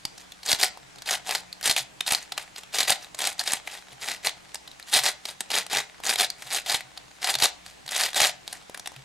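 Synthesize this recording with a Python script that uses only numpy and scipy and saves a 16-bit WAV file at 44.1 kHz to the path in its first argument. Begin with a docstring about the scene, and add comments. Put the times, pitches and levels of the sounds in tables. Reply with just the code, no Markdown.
"""Puzzle cube over a wooden table.

Two hands twist a large plastic cube close to a small stereo microphone pair. Turning layers rattle and
scrape, tiles snap into line, and both ring the hollow shell. Loud snaps come with low overload pops;
the table hums faintly under the wrists. Behind: a quiet room, hiss and mains hum."""
import sys
import numpy as np
from scipy import signal
from scipy.fft import rfft, irfft
from scipy.io import wavfile
from scipy.ndimage import uniform_filter1d

SR = 44100
rng = np.random.default_rng(int(sys.argv[2]) if len(sys.argv) > 2 else 0)


def dump_mix(stems):
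    """Bounce the given channels to the path in sys.argv[1] as a 16-bit WAV at rate SR."""
    frames = np.atleast_2d(stems).T  # one column per channel
    limited = np.clip(frames, -1, 1)  # hard clip at full scale
    pcm = np.round(limited * 32767).astype(np.int16)
    wavfile.write(sys.argv[1], SR, pcm)


N = 398884

# Tiles snapping past each other. Each row: start in seconds, level over 3 ms in dB, ring pitch in Hz.
SNAPS = [(0.0519, -22.5, 4950), (0.178, -38.5, 5350), (0.3194, -37, 3550), (0.4303, -35.5, 4170),
         (0.4797, -27, 4390), (0.4923, -21, 4080), (0.5, -22, 3480), (0.5158, -14.5, 4680),
         (0.5281, -14, 4540), (0.5478, -26, 4030), (0.6153, -28, 4020), (0.6425, -21, 8550),
         (0.958, -44.5, 5170), (0.984, -41, 4000), (1.0202, -35.5, 4400), (1.058, -34.5, 4030),
         (1.1084, -18.5, 6450), (1.1303, -33, 7300), (1.1514, -33, 4440), (1.2921, -26.5, 2650),
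         (1.3094, -23.5, 5170), (1.3229, -31, 2310), (1.3499, -20, 4060), (1.611, -35.5, 1940),
         (1.628, -29.5, 5140), (1.6609, -28, 3570), (1.6749, -18.5, 8400), (1.6958, -15, 3960),
         (1.7104, -14.5, 4650), (1.7634, -17, 2740), (1.7776, -27, 3970), (2.0062, -19.5, 3600),
         (2.0637, -26, 3860), (2.0782, -21.5, 4000), (2.1082, -22.5, 2330), (2.1206, -16, 9700),
         (2.133, -21.5, 5200), (2.148, -16, 4670), (2.3201, -26.5, 3920), (2.377, -23.5, 2440),
         (2.5607, -34.5, 4630), (2.58, -35.5, 7100), (2.633, -39.5, 3000), (2.7849, -16.5, 5300),
         (2.804, -15, 4400), (2.829, -21, 4230), (2.8751, -30, 3620), (2.8951, -18.5, 3170),
         (2.9028, -13, 9200), (2.9201, -17, 3960), (3.025, -40, 6000), (3.0445, -38.5, 4100),
         (3.1457, -33, 6950), (3.1889, -38, 3880), (3.2187, -23.5, 6660), (3.2395, -24, 4240),
         (3.27, -20, 8950), (3.289, -38, 3230), (3.412, -31, 1670), (3.4739, -20, 4600),
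         (3.4369, -33, 8000), (3.5338, -16, 8800), (3.6734, -30.5, 2240), (4.021, -43, 1940),
         (4.085, -26.5, 2430), (4.2693, -17.5, 4140), (4.5444, -28, 8100), (4.5541, -31, 5130),
         (4.6752, -36.5, 4040), (4.797, -39, 1730), (4.9265, -24.5, 4180), (4.9345, -16, 4120),
         (4.9481, -16, 3800), (4.9626, -27, 3760), (4.9754, -21.5, 4520), (4.9879, -17.5, 3530),
         (5.036, -22, 7100), (5.0611, -17, 3950), (5.0747, -24, 4540), (5.0872, -21, 4480),
         (5.2531, -26, 4660), (5.2867, -31, 3900), (5.4053, -22.5, 8600), (5.5029, -28.5, 2800),
         (5.5396, -22, 3100), (5.5709, -25.5, 2140), (5.6644, -35, 8750), (5.6985, -38, 4480),
         (5.7304, -27.5, 765), (5.7696, -22.5, 4330), (6.0359, -32.5, 2450), (6.0929, -18.5, 4200),
         (6.1349, -23, 9100), (6.1576, -22.5, 3630), (6.1948, -21, 3470), (6.2074, -18.5, 3300),
         (6.2441, -20.5, 3750), (6.4208, -34, 1980), (6.4687, -39, 3630), (6.5251, -27, 1910),
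         (6.5465, -22, 7000), (6.5618, -26, 4950), (6.6607, -29, 3400), (6.6959, -18.5, 3900),
         (6.7445, -18, 3430), (6.8062, -34, 1990), (6.974, -33, 4420), (7.2436, -24, 3500),
         (7.3402, -21.5, 3850), (7.3514, -18.5, 3730), (7.3857, -26, 5030), (7.422, -14.5, 3880),
         (7.4465, -17, 4390), (7.4539, -15.5, 4370), (7.662, -37.5, 4200), (7.862, -38.5, 7500),
         (7.877, -32, 4050), (7.8895, -30.5, 3750), (7.9188, -33, 7900), (7.9613, -23.5, 6200),
         (8.0092, -21, 4560), (8.0353, -18.5, 4930), (8.131, -32, 3830), (8.1445, -25, 4340),
         (8.1609, -23.5, 1700), (8.1773, -22, 3640), (8.2016, -15, 2650), (8.2154, -15.5, 6400),
         (8.2291, -24, 2800), (8.2463, -21, 2840), (8.2643, -25, 4650), (8.4774, -30, 4430),
         (8.527, -28.5, 10000), (8.7444, -33.5, 1690), (8.7742, -36.5, 9730), (8.796, -33.5, 5970),
         (8.8587, -32.5, 3420), (8.8727, -29, 8700), (8.962, -41.5, 2880)]
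# Layers sliding. Each row: start in seconds, length in seconds, rubbing level in dB.
SLIDES = [(0.185, 0.035, -49.5), (0.461, 0.087, -27.5), (0.599, 0.056, -22.5), (1.076, 0.079, -27),
          (1.264, 0.12, -33), (1.643, 0.077, -23.5), (1.764, 0.039, -26.5), (2.072, 0.089, -27.5),
          (2.205, 0.034, -48), (2.373, 0.058, -44.5), (2.56, 0.039, -43), (2.741, 0.1, -26.5),
          (2.881, 0.049, -22), (2.978, 0.086, -51.5), (3.189, 0.12, -30.5), (3.394, 0.021, -31),
          (3.463, 0.094, -31), (3.664, 0.13, -44.5), (3.904, 0.035, -54), (4.018, 0.13, -33.5),
          (4.247, 0.033, -25), (4.877, 0.04, -40), (4.93, 0.057, -19.5), (5.03, .065, -25),
          (5.248, 0.071, -43), (5.511, 0.095, -28.5), (5.715, 0.092, -30), (6.05, 0.088, -25.5),
          (6.189, 0.045, -21.5), (6.384, 0.11, -49), (6.468, 0.021, -40.5), (6.509, 0.082, -28),
          (6.669, 0.1, -29), (7.222, 0.042, -32), (7.27, 0.05, -26.5), (7.407, 0.059, -20),
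          (7.656, 0.066, -50), (7.912, 0.17, -27.5), (8.159, 0.12, -21.5), (8.47, 0.11, -49.5)]
# Lone tiles flicked. Each row: start in seconds, level in dB, pitch in Hz.
PINGS = [(0.7736, -38.5, 870), (1.528, -29.5, 4400), (3.3941, -19.5, 4400), (4.715, -40.5, 3920),
         (4.827, -40, 4170), (6.002, -39.5, 815), (6.302, -22.5, 4470), (8.697, -37, 544),
         (8.875, -34.5, 5500), (8.9189, -41.5, 830)]
# Rings of tiles of different size. Each entry: pitch in Hz.
TILE_HZ = [1960, 2530, 3220, 4910, 6930, 9700]
# Spectrum of a plastic tick. Each row: frequency in Hz, relative level in dB.
PLASTIC_SPECTRUM = [(150, -34.5), (420, -18.5), (1000, -17.5), (1800, -6.5), (3000, -6), (3900, -1),
                    (5550, -6), (8640, -5.5), (14200, -14.5), (15900, -35)]
# Modes of the hollow shell. Each row: frequency in Hz, width in Hz, base gain in dB.
SHELL_MODES = [(236, 80, 25.5), (422, 112, 22.5), (636, 98, 27), (734, 98, 34.5), (797, 128, 27)]
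# Slow drift of the shell ring. Each row: time in seconds, offset in dB.
SHELL_DRIFT = [(0, -3), (1.2, 3), (1.75, -2.5), (2.8, 0.5), (3.5, 2.5), (4.2, 3.5), (4.9, -0.5), (5.7, 4.5),
               (6.1, 1), (6.7, 1.5), (7.3, 2), (9, 1)]
# Changing grip on the modes under 500 Hz. Each row: time in seconds, offset in dB.
LOW_MODE_GRIP = [(0, 2), (2, 1.5), (3.5, 2), (4.1, 4), (5.1, -0.5), (5.6, 9.5), (6.3, -0.5), (8.6, -0.5)]
# Stereo balance of the cube. Each row: frequency in Hz, left minus right in dB.
BALANCE = [(200, 2), (1300, 2.3), (4400, 0), (8100, -.6), (15000, 0)]
# Phase between the microphone ports. Each row: frequency in Hz, left lead in radians.
PORT_LEAD = [(2500, -0.064), (5300, -0.59), (7500, 0.32), (15000, 0.11)]
# Low overload pops. Each row: start in seconds, level in dB, 1 if polarity is inverted.
OVERLOAD_POPS = [(0.0521, -20, 0), (0.5348, -15, 0), (1.661, -27, 0), (1.6957, -17, 0), (2.1212, -16, 1),
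                 (2.9023, -18, 0), (2.921, -24, 0), (3.534, -24, 0), (4.2723, -26.5, 0), (4.963, -19, 1),
                 (6.745, -18.5, 0), (7.4253, -15, 0), (8.2151, -17.5, 1)]
# Wrists nudging the table. Each row: start in seconds, peak in dB.
NUDGES = [(1.801, -50), (4.999, -50), (5.751, -49), (6.448, -53), (7.359, -46), (7.844, -52),
          (8.963, -45.5)]
# Room decay. Each row: frequency in Hz, T60 in seconds.
ROOM_T60 = [(700, 0.33), (2790, 0.27), (7350, 0.23), (14000, 0.023)]
# Hiss of room and electronics. Each row: frequency in Hz, relative level in dB.
HISS_SPECTRUM = [(30, -12), (120, -10), (580, -10.5), (750, -7), (1260, -12.5), (1940, -12), (5000, -18),
                 (7700, -19.5), (11000, -28.5), (16000, -43)]
# Hiss shared by the sides. Each row: frequency in Hz, left-right correlation.
HISS_CORRELATION = [(130, -0.3), (400, -0.56), (7000, 0.51)]
# Mains harmonics. 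Each row: frequency in Hz, base level in dB.
MAINS_HARMONICS = [(60, -69), (180, -67), (300, -71.5)]


def cube():
    """Snaps, rubbing and loose tiles ring the shell's modes; pings sound on top."""
    start_s, length_s, slide_db = np.transpose(SLIDES)
    shell_db = -18 - 0.0636 * slide_db  # gentle slides sound hollower
    shell_db += np.interp(start_s, *np.transpose(SHELL_DRIFT))
    low_mode_db = np.interp(start_s, *np.transpose(LOW_MODE_GRIP))
    finger_db = 2 * rng.standard_normal((len(SLIDES), len(SHELL_MODES))).T  # damping varies by slide
    contacts = snaps() + colour(slide_envelope() * rubbing() + loose_tiles(), PLASTIC_SPECTRUM)
    out = contacts + pings()
    for (hz, width_hz, mode_db), held_db in zip(SHELL_MODES, finger_db):
        drive_db = mode_db + shell_db + held_db + (hz < 500) * low_mode_db
        drive = gain_of(np.interp(np.arange(N) / SR, start_s + length_s / 2, drive_db))
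        out += resonate(contacts * drive, hz, width_hz)
    return out


def snaps():
    """A row of tiles lands within a few ms: a knot of ticks, tight or loose, with its own ring."""
    t, out = np.arange(500) / SR, np.zeros(N)
    t60_s = rng.uniform(.011, .028, (len(SNAPS), 1))
    envelopes = (1 - np.exp(-t / .0013)) * gain_of(-60 * t / t60_s)
    knots = ticks((len(SNAPS), 500), per_s=7000, spread_db=3.9) * envelopes
    for (start_s, db, hz), knot in zip(SNAPS, knots):
        snap = colour(knot + 2.1 * resonate(knot, hz, hz / 4.5), PLASTIC_SPECTRUM)
        add(out, start_s, gain_of(db) * unit_energy(snap) * np.sqrt(.003 * SR))
    return out


def rubbing():
    """Layers catch and slip: clumps of ticks, each ringing one tile, over a finer scrape."""
    slip = np.exp(-np.arange(500) / (0.0024 * SR))
    rattle = np.zeros(N)
    for hz in TILE_HZ:
        slips = signal.oaconvolve(abs(ticks(N, per_s=100, spread_db=2.0)), slip)[:N]
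        clumps = slips * ticks(N, per_s=4500, spread_db=2.9)
        rattle += clumps + 2.4 * resonate(clumps, hz, hz / 4)
    scrape = 0.38 * rng.standard_normal(N)
    return unit_rms(unit_rms(rattle) + scrape)


def slide_envelope():
    """Each slide creeps in, swells to its fastest moment, eases and trails off."""
    lead_s, trail_s, fastest_share = 0.021, 0.038, 0.7
    power = np.zeros(N)
    for start_s, length_s, db in SLIDES:
        t = np.arange(-lead_s, length_s + trail_s, 1 / SR)
        corners_s = [-lead_s, 0, fastest_share * length_s, length_s, length_s + trail_s]
        shape_db = np.interp(t, corners_s, [-33.5, -6, 0, -7.5, -25])
        add(power, start_s - lead_s, gain_of(db + shape_db) ** 2)
    return np.sqrt(power)


def pings():
    """A flicked tile: a short tick and a clean ring that swells and dies within a few ms."""
    t, out = np.arange(500) / SR, np.zeros(N)
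    for (start_s, db, hz), noise in zip(PINGS, rng.standard_normal((len(PINGS), 500))):
        ring = t * np.exp(-t / .00055) * np.sin(2 * np.pi * hz * t)
        tick = colour(noise * np.exp(-t / 0.0027), PLASTIC_SPECTRUM)
        ping = unit_energy(ring) + .5 * unit_energy(tick)
        add(out, start_s, gain_of(db) * ping * np.sqrt(.003 * SR))
    return out


def loose_tiles():
    """Loose tiles shift under the fingers: faint, dull, scattered ticks."""
    shift = np.exp(-np.arange(900) / (0.0017 * SR))
    shifts = signal.oaconvolve(abs(ticks(N, per_s=60, spread_db=3.0)), shift)[:N]
    clumps = shifts * ticks(N, per_s=6000, spread_db=1.5)
    return gain_of(-67) * unit_rms(resonate(clumps, hz=1400, width_hz=3800))


def overload_pops():
    """Low overload pops on loud snaps: 2 ms pulses, opposite in polarity and weaker on the left."""
    t, out = np.arange(2000) / SR, np.zeros((2, N))
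    pulse = (t / 0.001) ** 2 * np.exp(2 - 2 * t / 0.00089)
    pulse = signal.lfilter(*signal.butter(1, 14, "high", fs=SR), pulse)  # slow undershoot
    sides = np.array([[-.48], [1]])
    for start_s, db, inverted in OVERLOAD_POPS:
        add(out, start_s, (-1) ** round(inverted) * gain_of(db) * sides * pulse)
    return out


def table_top():
    """The top's low mode swells and dies after each nudge; slighter wrist shifts keep stirring it."""
    mode_hz, t60_s, rise_s = 132, .16, 0.019
    t, out = np.arange(SR // 3) / SR, np.zeros(N)
    ring = gain_of(-60 * t / t60_s) * (1 - np.exp(-t / rise_s)) * np.sin(2 * np.pi * mode_hz * t)
    ring /= ring.max()
    for start_s, db in NUDGES:
        add(out, start_s, gain_of(db) * ring)
    stirring = signal.oaconvolve(ticks(N, per_s=12, spread_db=1.5), ring)[:N]
    return out + gain_of(-64) * stirring


def room(x):
    """Sparse wall reflections, each band dying at its own rate."""
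    taps = np.zeros((2, SR // 2))
    slots = np.arange(120, SR // 2 - 20, 20)
    arrivals = slots + rng.integers(0, 20, (2, len(slots)))
    np.put_along_axis(taps, arrivals, rng.choice([-1., 1.], arrivals.shape), 1)
    taps[1] = 0.52 * taps[0] + 0.93 * taps[1]  # close ports share reflections
    hz, t, spectra = signal.stft(taps, SR, nperseg=128)
    decay = gain_of(-60 * t / curve_at(ROOM_T60, hz)[:, None])
    tail = signal.istft(spectra * decay, SR, nperseg=128)[1]
    tail /= np.linalg.norm(tail, axis=1, keepdims=True)
    return signal.fftconvolve(x, tail, axes=1)[:, :N]


def hiss():
    """Patchy noise of room and electronics, partly shared by the two sides."""
    frames, hz = N // 256 + 5, np.fft.rfftfreq(1024, 1 / SR)
    left_re, left_im, own_re, own_im, patches = rng.standard_normal((frames, 513, 5)).T
    patch_db = 1.4 * unit_rms(uniform_filter1d(uniform_filter1d(patches, 12, axis=0), 14, axis=1))
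    correlation = curve_at(HISS_CORRELATION, hz)[:, None]
    left = left_re + 1j * left_im
    right = correlation * left + np.sqrt(1 - correlation ** 2) * (own_re + 1j * own_im)
    spectra = np.array([left, right]) * gain_of(curve_at(HISS_SPECTRUM, hz)[:, None] + patch_db)
    noise = signal.istft(spectra, nperseg=1024, noverlap=768)[1][:, :N]
    return gain_of(-51) * unit_rms(noise)


def mains_hum():
    """Wavering mains harmonics, stronger on the left."""
    t, hum = np.arange(N) / SR, np.zeros(N)
    for hz, db in MAINS_HARMONICS:
        waver_db = 2.7 * unit_rms(uniform_filter1d(rng.standard_normal(N), 12000))
        hum += gain_of(db + waver_db) * np.sin(2 * np.pi * hz * t + 6 * rng.random())
    return hum * np.array([[1.2], [.7]])


def ticks(shape, per_s, spread_db):
    """Sparse contacts of random sign, a few much larger than the rest."""
    hits = rng.random(shape) < per_s / SR
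    sign = rng.choice([-1., 1.], shape)
    return sign * hits * gain_of(spread_db * np.minimum(rng.exponential(1, shape), 4))


def resonate(x, hz, width_hz):
    """Two-pole resonance, unit peak gain."""
    return signal.lfilter(*signal.iirpeak(hz, hz / width_hz, SR), x)


def colour(x, spectrum):
    """Minimum-phase filter of unit energy, shaped by a dB spectrum."""
    log_gain = curve_at(spectrum, abs(np.fft.fftfreq(4096, 1 / SR))) * np.log(10) / 20
    taps = np.fft.ifft(np.exp(np.conj(signal.hilbert(log_gain)))).real[:2048]
    return signal.oaconvolve(x, unit_energy(taps))[:len(x)]


def curve_at(points, hz):
    point_hz, value = np.transpose(points)
    return np.interp(np.log(hz + 1), np.log(point_hz + 1), value)


def gain_of(db):
    return 10 ** (np.asarray(db) / 20)


def unit_rms(x):
    return x / np.sqrt(np.mean(x ** 2) + 1e-20)


def unit_energy(x):
    return x / np.linalg.norm(x)


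def add(mix, start_s, sound):
    part = mix[..., round(start_s * SR):][..., :sound.shape[-1]]
    part += sound[..., :part.shape[-1]]


def scene():
    """The cube leans left in the lows and mids and reaches the ports slightly apart; the room answers."""
    hz = np.fft.rfftfreq(N, 1 / SR)
    lean = gain_of(curve_at(BALANCE, hz) / 2) * np.exp(.5j * curve_at(PORT_LEAD, hz))
    spectrum = rfft(cube())
    direct = np.array([irfft(spectrum * lean, N), irfft(spectrum / lean, N)])
    return direct + gain_of(-15.5) * room(direct) + table_top() + overload_pops() + hiss() + mains_hum()


def record(dry):
    """The input stage rounds off the highest peaks; a low-pass limits the band."""
    ceiling, cutoff_hz = .85, 16300
    rounded = ceiling * np.tanh(dry / ceiling)
    low_pass = signal.firwin(511, cutoff_hz, window=("kaiser", 9), fs=SR)
    return signal.oaconvolve(rounded, low_pass[None], "same")


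dry = scene()
out = record(dry)
dump_mix(out)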